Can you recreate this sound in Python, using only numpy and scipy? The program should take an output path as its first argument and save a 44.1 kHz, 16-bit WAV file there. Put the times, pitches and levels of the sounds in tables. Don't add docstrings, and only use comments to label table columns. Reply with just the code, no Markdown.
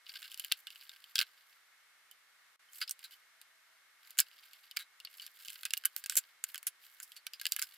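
import sys
import numpy as np
from scipy import signal
from scipy.fft import rfft, irfft, next_fast_len
from scipy.io import wavfile
from scipy.ndimage import uniform_filter1d

SR = 44100
rng = np.random.default_rng(int(sys.argv[2]) if len(sys.argv) > 2 else 0)


def elevation(decibels):
    levels = np.asarray(decibels, float)
    return 10 ** (levels / 20)


def unload_wav(signal):
    wavfile.write(
        sys.argv[1],
        SR,
        np.round(np.clip(np.atleast_2d(signal).T, -1, 1) * 32767).astype(np.int16),
    )


N = 342657

# t/s, middle-band level/dB, body re middle/dB, treble re middle/dB, strongest ring f/Hz
TICK_ROWS = [(0.0658, -48.5, -27, -15, 2920), (0.0932, -43, -14, -11, 4630), (0.168, -47.5, -20, -19, 4620),
             (0.2197, -53.5, 1, 3, 2700), (0.228, -43.5, -7, -7.5, 2820), (0.3165, -45.5, -24, -2, 3120),
             (0.3437, -45.5, -32, 1, 2930), (0.3755, -51, -15, 3, 3030), (0.397, -41.5, -12.5, 7, 3000),
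             (0.4403, -45.5, -23, -16, 2950), (0.4472, -39.5, -11.5, 1.5, 2950),
             (0.5165, -28.5, -10.5, -26, 3150), (0.5216, -23, -16, -2.5, 2790), (.67, -41, -12, -8.5, 2890),
             (0.704, -47.5, -22, -7, 2920), (0.758, -49.5, -11, -11, 2950), (0.894, -44.5, -14, -5, 3600),
             (1.041, -48.5, -30, -9, 3050), (1.1561, -27, -14.5, -3, 3220), (1.1817, -28.5, -15, -12, 3270),
             (1.1899, -20, -17.5, -6, 5500), (1.2027, -32, -2.5, -4, 3640), (1.213, -27, -11, -8, 4030),
             (1.2203, -35, -3, -2.5, 4150), (1.2284, -42, -1.5, -3, 3120), (2.1129, -65.5, -18, 13.5, 3030),
             (2.733, -69, -18, 18, 13900), (2.814, -41, -7, -8.5, 4800), (2.878, -52, -37, -10, 5100),
             (2.8943, -45.5, -9.5, 9, 8200), (2.91, -53, -31, 22, 9450), (2.992, -57.5, -26, 4, 8800),
             (3.0418, -51, -12, -1.5, 4000), (3.415, -54, -8, 3, 9000), (4.1063, -55, -25, 8, 11500),
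             (4.172, -56.5, 2, 2, 2840), (4.18, -46, -7, 10, 7200), (4.187, -34, -15, 10, 6860),
             (4.1894, -24.5, -11, 1.5, 2950), (4.195, -27.5, -10.5, 3, 5300),
             (4.202, -36, -3.5, 19.5, 5140), (4.2066, -36, -7, -4, 5000), (4.533, -52.5, -21, -0.5, 2800),
             (4.712, -45.5, -24, -4, 2950), (4.766, -47.5, -0.5, 4, 2720), (4.77, -30.5, -2.5, -1.5, 2280),
             (4.7902, -48.5, -4.5, -0.5, 3920), (5.0013, -49.5, -24, -3, 2820),
             (5.0495, -40.5, -18, -5.5, 4500), (5.0724, -47, -11.5, -23, 2830),
             (5.1974, -42.5, -24, -11.5, 2950), (5.219, -50.5, -13, -1, 4630),
             (5.265, -49.5, -18, 6, 12700), (5.4494, -51.5, -23, 3.5, 2930), (5.478, -57, -26, 7.5, 12400),
             (5.483, -41.5, -19, -3.5, 3010), (5.5027, -50.5, -4, 8.5, 3100), (5.5573, -48, -6, -7, 2750),
             (5.633, -42, -4, -2, 2560), (5.653, -37.5, -11, 4.5, 2330), (5.7068, -39, -16, -1, 2730),
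             (5.736, -29.5, -9, 2.5, 2880), (5.77, -40.5, -18.5, -3, 2870), (5.7759, -49, -18, 15.5, 13300),
             (5.838, -50.5, 1.5, -3, 3020), (5.8547, -43.5, -9, 26, 12600), (5.9639, -42.5, -6, 11, 14000),
             (6.0397, -46.5, -2, 6, 4740), (6.0609, -43.5, -5.5, 7.5, 2640), (6.0973, -34.5, -9.5, 6, 7900),
             (6.1225, -51, 5.5, 9, 10400), (6.155, -47, -0.5, 16.5, 7600), (6.1676, -42, -15, 18.5, 10900),
             (6.1702, -41, -9, 13.5, 7260), (6.44, -41, -1.5, 13, 7150), (6.545, -42, -2, 2.5, 3180),
             (6.5568, -47, -0.5, 6, 3000), (6.5788, -49.5, -5, 8.5, 4560), (6.629, -57.5, 1.5, 11.5, 4540),
             (6.669, -43.5, -5.5, 14.5, 10300), (7.0012, -53, 3, 10.5, 7140), (7.023, -70, -30, 17.5, 5060),
             (7.1191, -50, -19, -2, 3250), (7.159, -62, -10, 0, 4500), (7.2673, -37.5, -13, -0.5, 5700),
             (7.335, -41.5, -18, -4.5, 5000), (7.3976, -44.5, -21, -5, 7300), (7.414, -45, -0.5, 7, 4970),
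             (7.4548, -29.5, -12.5, -4.5, 2830), (7.4665, -30, -16, 0, 5050),
             (7.5212, -32.5, -18.5, 7.5, 4750), (7.564, -42, -1, 11, 3020), (7.5892, -56, 15.5, 12, 10400),
             (7.594, -39, -10, 6, 4670), (7.6177, -42.5, 1.5, 11.5, 12600), (7.624, -39, -6, 8.5, 5070)]
# f/Hz, width/Hz, peak above flat/dB
RESONANCES = [(1593, 56, 17), (2128, 84, 11), (2950, 240, 3.5), (4704, 310, 5), (5300, 140, 8.5),
              (7540, 670, 4.5), (10880, 1500, 4.5), (12600, 400, 4)]
# low edge f/Hz, high edge f/Hz, tail length/factor,
# left-right likeness/0-1, left minus right/dB
CONTACT_BANDS = [(1254, 2760, 1.12, 0.97, -2), (2482, 4920, 1.44, 0.9, -0.65),
                 (5900, 15600, 1.03, 0.38, -2)]
# f/Hz, relative density/dB
HISS_SHAPE = [(30, -26), (120, -36), (330, -25), (1060, -13), (1150, -8.5), (1950, -5), (2080, -7),
              (2470, -11), (4110, -13), (6560, -18), (14400, -20.5), (16000, -43.5)]
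# f/Hz, likeness/0-1
HISS_ALIKE = [(300, 0), (1500, .7), (3100, 0.1), (8000, 0.1)]
# from t/s, to t/s, gain/dB
DIP = (2.562, 2.593, -20.5)
# start t/s, length/s, middle-band force/dB, treble re middle/dB
STROKE_ROWS = [(0.086, 0.41, -66.5, 0.5), (0.145, 0.015, -66, -8), (0.583, 0.011, -77, 11),
               (0.716, 0.4, -67.5, -1.5), (1.264, 0.31, -79.5, 0), (2.742, 0.084, -70.5, 9),
               (3.112, 0.018, -73, 5.5), (3.021, 0.015, -68, -1.5), (4.047, 0.052, -67.5, 0),
               (4.275, 0.38, -71.5, -1.5), (5.118, 0.17, -68, 1), (5.35, 0.025, -73, 0.5),
               (5.411, 0.12, -71.5, 7.5), (5.532, 0.094, -71, 6), (5.685, 0.6, -74, -1),
               (6.484, 0.037, -67.5, 3), (6.819, 0.29, -73.5, 4.5), (7.42, 0.36, -67.5, 1.5)]
# t/s, peak level/dB
LOW_PULSES = [(.521, -56), (1.19, -43.5), (4.191, -46), (5.49, -62), (5.653, -57.5), (6.061, -56),
              (6.669, -64.5)]
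# start t/s, length/s, middle-band level of the first bounces/dB
CHATTER_ROWS = [(0.239, 0.029, -50), (0.669, 0.013, -50.5), (1.159, 0.016, -43), (2.814, 0.025, -33.5),
                (2.877, 0.009, -46.5), (2.907, 0.013, -54), (3.04, 0.022, -50.5), (4.208, 0.015, -45.5),
                (4.763, 0.013, -52), (4.793, 0.038, -48), (5.218, 0.042, -52.5), (5.493, .015, -51.5),
                (5.651, 0.015, -40), (5.85, 0.012, -42.5), (5.973, 0.03, -58), (6.101, 0.023, -48.5),
                (6.12, .038, -52), (6.17, 0.021, -36), (6.668, 0.016, -47), (7.028, 0.011, -63.5),
                (7.164, .014, -52), (7.337, 0.023, -54.5), (7.528, 0.014, -54), (7.623, 0.021, -49)]
# from t/s, to t/s, f/Hz, peak level/dB, swells/(1/s)
THROB_TONE = (3.29, 3.8, 655, -85, 5.9)
# t/s, peak level/dB, f/Hz
PING_ROWS = [(.399, -45.5, 3060), (2.113, -55, 3060), (2.688, -60, 3100), (3.132, -53, 3030)]

TAIL_T60_MS, SHORTER_PER_DB = 21, 0.3438
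DRIER_PER_DB, DRIER_PER_BRIGHT_DB = 0.36, 0.05
MODE_SCATTER_DB, MODE_SHIFT = 2.5, 0.034
LEAD_DB, LEAD_DB_PER_MS = -29, 5
BOUNCE_CRACK_DB = -6.5
CHATTER_FADE_DB, CHATTER_SCATTER_DB = -13.5, 1
PING_T60_MS = 69
STROKE_RISE_DB_PER_S, STROKE_FALL_DB_PER_S = 507, 296
PULSE_PEAK_MS, PULSE_PAN_DB = 0.28, -2.5
HISS_DB, WHINE_HZ, WHINE_DB = -66.5, 2166, -79
CLIP_AT = 0.28


def ticks(crack_share=0.0019, tail_db=-16, room_db=-34, room_t60_ms=70, ring_q=18, ring_db=17,
          crack_rings=0.47, size=4096):
    out = np.zeros((2, N + size))
    lead = size // 16
    ms = (np.arange(size) - lead) / SR * 1000
    after_ms = np.maximum(ms, 0)
    hz = np.fft.rfftfreq(size, 1 / SR)
    passbands = [band(lo_hz, hi_hz, hz) for lo_hz, hi_hz, *_ in CONTACT_BANDS]
    first_3_ms = (ms >= 0) & (ms < 3)
    for k, (s, db, body_db, bright_db, ring_hz) in enumerate(TICK_ROWS + bounces()):
        struck = k < len(TICK_ROWS)
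        t60_ms = TAIL_T60_MS * elevation(-SHORTER_PER_DB * (db + 40))
        drier_db = DRIER_PER_DB * max(db + 40, 0) * struck + DRIER_PER_BRIGHT_DB * bright_db
        ring = mode(hz, ring_hz, ring_hz / ring_q, np.clip(ring_db - drier_db, 0, ring_db + 10))
        body = 1.5
        for (f, width, peak_db), (shift, scatter) in zip(RESONANCES, rng.standard_normal((len(RESONANCES), 2))):
            mode_db = max(peak_db + MODE_SCATTER_DB * scatter, 0)
            body = body + mode(hz, f * (1 + MODE_SHIFT * shift), width, mode_db)
        contact = after_ms / (crack_share * t60_ms)
        crack = contact * np.exp(2 - 2 * np.sqrt(contact)) * elevation(BOUNCE_CRACK_DB * (1 - struck)) / np.e
        crack = contact * np.exp(1 - 2 * np.sqrt(contact)) * np.e * elevation(BOUNCE_CRACK_DB * (1 - struck))
        at = int(s * SR) - lead
        pan_db = rng.standard_normal()
        for rel_db, passed, row in zip((body_db, 0, bright_db), passbands, CONTACT_BANDS):
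            _, _, longer, alike, lean_db = row
            rattle = (1 - np.exp(-contact)) * elevation(tail_db - 60 * after_ms / (t60_ms * longer))
            scrape = elevation(LEAD_DB + LEAD_DB_PER_MS * ms)
            tail = elevation(room_db - 60 * after_ms / (room_t60_ms * longer))
            around = np.where(ms < 0, scrape, tail)
            noise = pair(alike, size)
            brief = rfft((crack + around) * noise) * (body + crack_rings * ring)
            ringing = rfft(rattle * noise) * (body + ring)
            sound = irfft((brief + ringing) * passed)
            sound /= np.sqrt(np.mean(sound[:, first_3_ms] ** 2))
            out[:, at:at + size] += elevation(db + rel_db) * ears(lean_db + pan_db) * sound
    return out[:, :N]


def bounces(count=9):
    rows = []
    for start, length, db in CHATTER_ROWS:
        colour = [tick for tick in TICK_ROWS if tick[0] < start + 0.002][-1][2:]
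        lateness = (np.arange(count) + rng.random(count)) / count
        for late, luck in zip(lateness, rng.standard_normal(count)):
            bounce_db = db + CHATTER_FADE_DB * late + CHATTER_SCATTER_DB * luck
            rows.append((start + late * length, bounce_db, *colour))
    return rows


def pings():
    out, t = np.zeros(N), np.arange(8192) / SR
    for s, db, hz in PING_ROWS:
        tone = elevation(db - 60 * t * 1000 / PING_T60_MS) * np.sin(2 * np.pi * hz * t)
        out[int(s * SR):][:len(t)] += tone
    return out


def low_pulses():
    out, t = np.zeros(N), np.arange(1024) / SR * 1000 / PULSE_PEAK_MS
    for s, db in LOW_PULSES:
        out[int(s * SR):][:len(t)] += elevation(db) * t * np.exp(1 - t)
    return ears(PULSE_PAN_DB) * out


def rustle(rub=0.37, body_db=-9):
    dull, fine = slips(190, 5, 13, 2.2), slips(220, 5, 14, 1.4)
    mid, top = strokes()
    body_force = elevation(body_db) * mid * (dull + rub)
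    forces = body_force, mid * (dull + rub), top * ((dull + fine) / 2 + rub)
    size = next_fast_len(N)
    hz = np.fft.rfftfreq(size, 1 / SR)
    sizzle = 1 + mode(hz, 13500, 2200, 8)
    body = (1 + sum(mode(hz, *row) for row in RESONANCES)) * sizzle
    out = 0
    for force, (lo_hz, hi_hz, _, alike, lean_db) in zip(forces, CONTACT_BANDS):
        response = body * band(lo_hz, hi_hz, hz)
        response /= np.sqrt(np.mean(np.abs(response) ** 2))
        sound = irfft(rfft(force * pair(alike, N), size) * response, size)[:, :N]
        out = out + ears(lean_db) * sound
    return out


def strokes():
    t, mid, top = np.arange(N) / SR, 0, 0
    for start, length, db, bright_db in STROKE_ROWS:
        rise_db = STROKE_RISE_DB_PER_S * (t - start)
        fall_db = STROKE_FALL_DB_PER_S * (start + length - t)
        force = elevation(db + np.minimum(0, np.minimum(rise_db, fall_db)))
        mid, top = mid + force, top + force * elevation(bright_db)
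    return mid, top


def slips(per_s, scatter_db, most_db, grain_ms):
    chance = rng.random((2, N))
    size_db = np.minimum(-scatter_db * np.log(chance[1]), most_db)
    starts = (chance[0] < per_s / SR * elevation(5.0 * walk(25))) * elevation(size_db)
    grains = signal.lfilter([1], [1, -np.exp(-1000 / (grain_ms * SR))], starts)
    return grains / np.mean(grains)


def handling():
    return ticks() + pings() + low_pulses() + rustle()


def throb():
    start, stop, hz, db, per_s = THROB_TONE
    t = np.arange(N) / SR
    swell = np.sin(np.pi * per_s * (t - start)) ** 2 * ((t > start) & (t < stop))
    return elevation(db) * swell * np.sin(2 * np.pi * np.cumsum(hz + 4 * walk(12)) / SR)


def room():
    size = next_fast_len(N)
    hz = np.fft.rfftfreq(size, 1 / SR)
    alike = np.clip(on_log(hz, HISS_ALIKE), 0, 1)
    mid, side = rfft(rng.standard_normal((2, size))) * elevation(on_log(hz, HISS_SHAPE))
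    mid, side = mid * np.sqrt(1 + alike), side * np.sqrt(1 - alike)
    hiss = unit(irfft(np.array([mid + side, mid - side]), size)[:, :N])
    hiss = hiss * elevation(HISS_DB + 0.5 * walk(12))
    phase = 2 * np.pi * np.cumsum(WHINE_HZ + 5.5 * walk(28)) / SR
    return hiss + np.sqrt(2) * elevation(WHINE_DB + 2 * walk(7.5)) * np.sin(phase)


def unit(x):
    return x / np.sqrt(np.mean(x ** 2))


def on_log(hz, table):
    points, values = np.transpose(table)
    return np.interp(np.log(hz + 1), np.log(points), values)


def walk(rate_hz):
    k = int(SR / rate_hz)
    held = np.repeat(rng.standard_normal(N // k + 1), k)
    return 0.75 * uniform_filter1d(uniform_filter1d(held, k), k)[:N]


def pair(alike, size):
    mid, side = (unit(row) for row in rng.standard_normal((2, size)))
    alike = np.clip(alike, 0, 1)
    return np.sqrt((1 + alike) / 2) * mid + np.sqrt((1 - alike) / 2) * side * np.array([[1], [-1]])


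def band(lo_hz, hi_hz, hz):
    sos = signal.butter(4, [lo_hz, hi_hz], "bandpass", fs=SR, output="sos")
    return signal.sosfreqz(sos, hz, fs=SR)[1]


def mode(hz, at_hz, width_hz, db):
    return (elevation(db) - 1) / (1 + 1j * (hz / at_hz - at_hz / (hz + 1)) * at_hz / width_hz)


def ears(pan_db):
    return elevation(pan_db / 2 * np.array([[1], [-1]]))


def scene():
    return handling() + room() + throb()


def top_cut(x):
    return signal.sosfilt(signal.butter(12, 16980, fs=SR, output="sos"), x)


def record(dry):
    start, stop, db = DIP
    t = np.arange(N) / SR
    gain = elevation(uniform_filter1d(db * ((t > start) & (t < stop)), size=128))
    low_pass = signal.butter(10, 15600, fs=SR, output="sos")
    mix = np.clip(signal.sosfilt(low_pass, dry * gain), -CLIP_AT, CLIP_AT)
    return top_cut(mix)


dry = scene()
out = record(dry)
unload_wav(out)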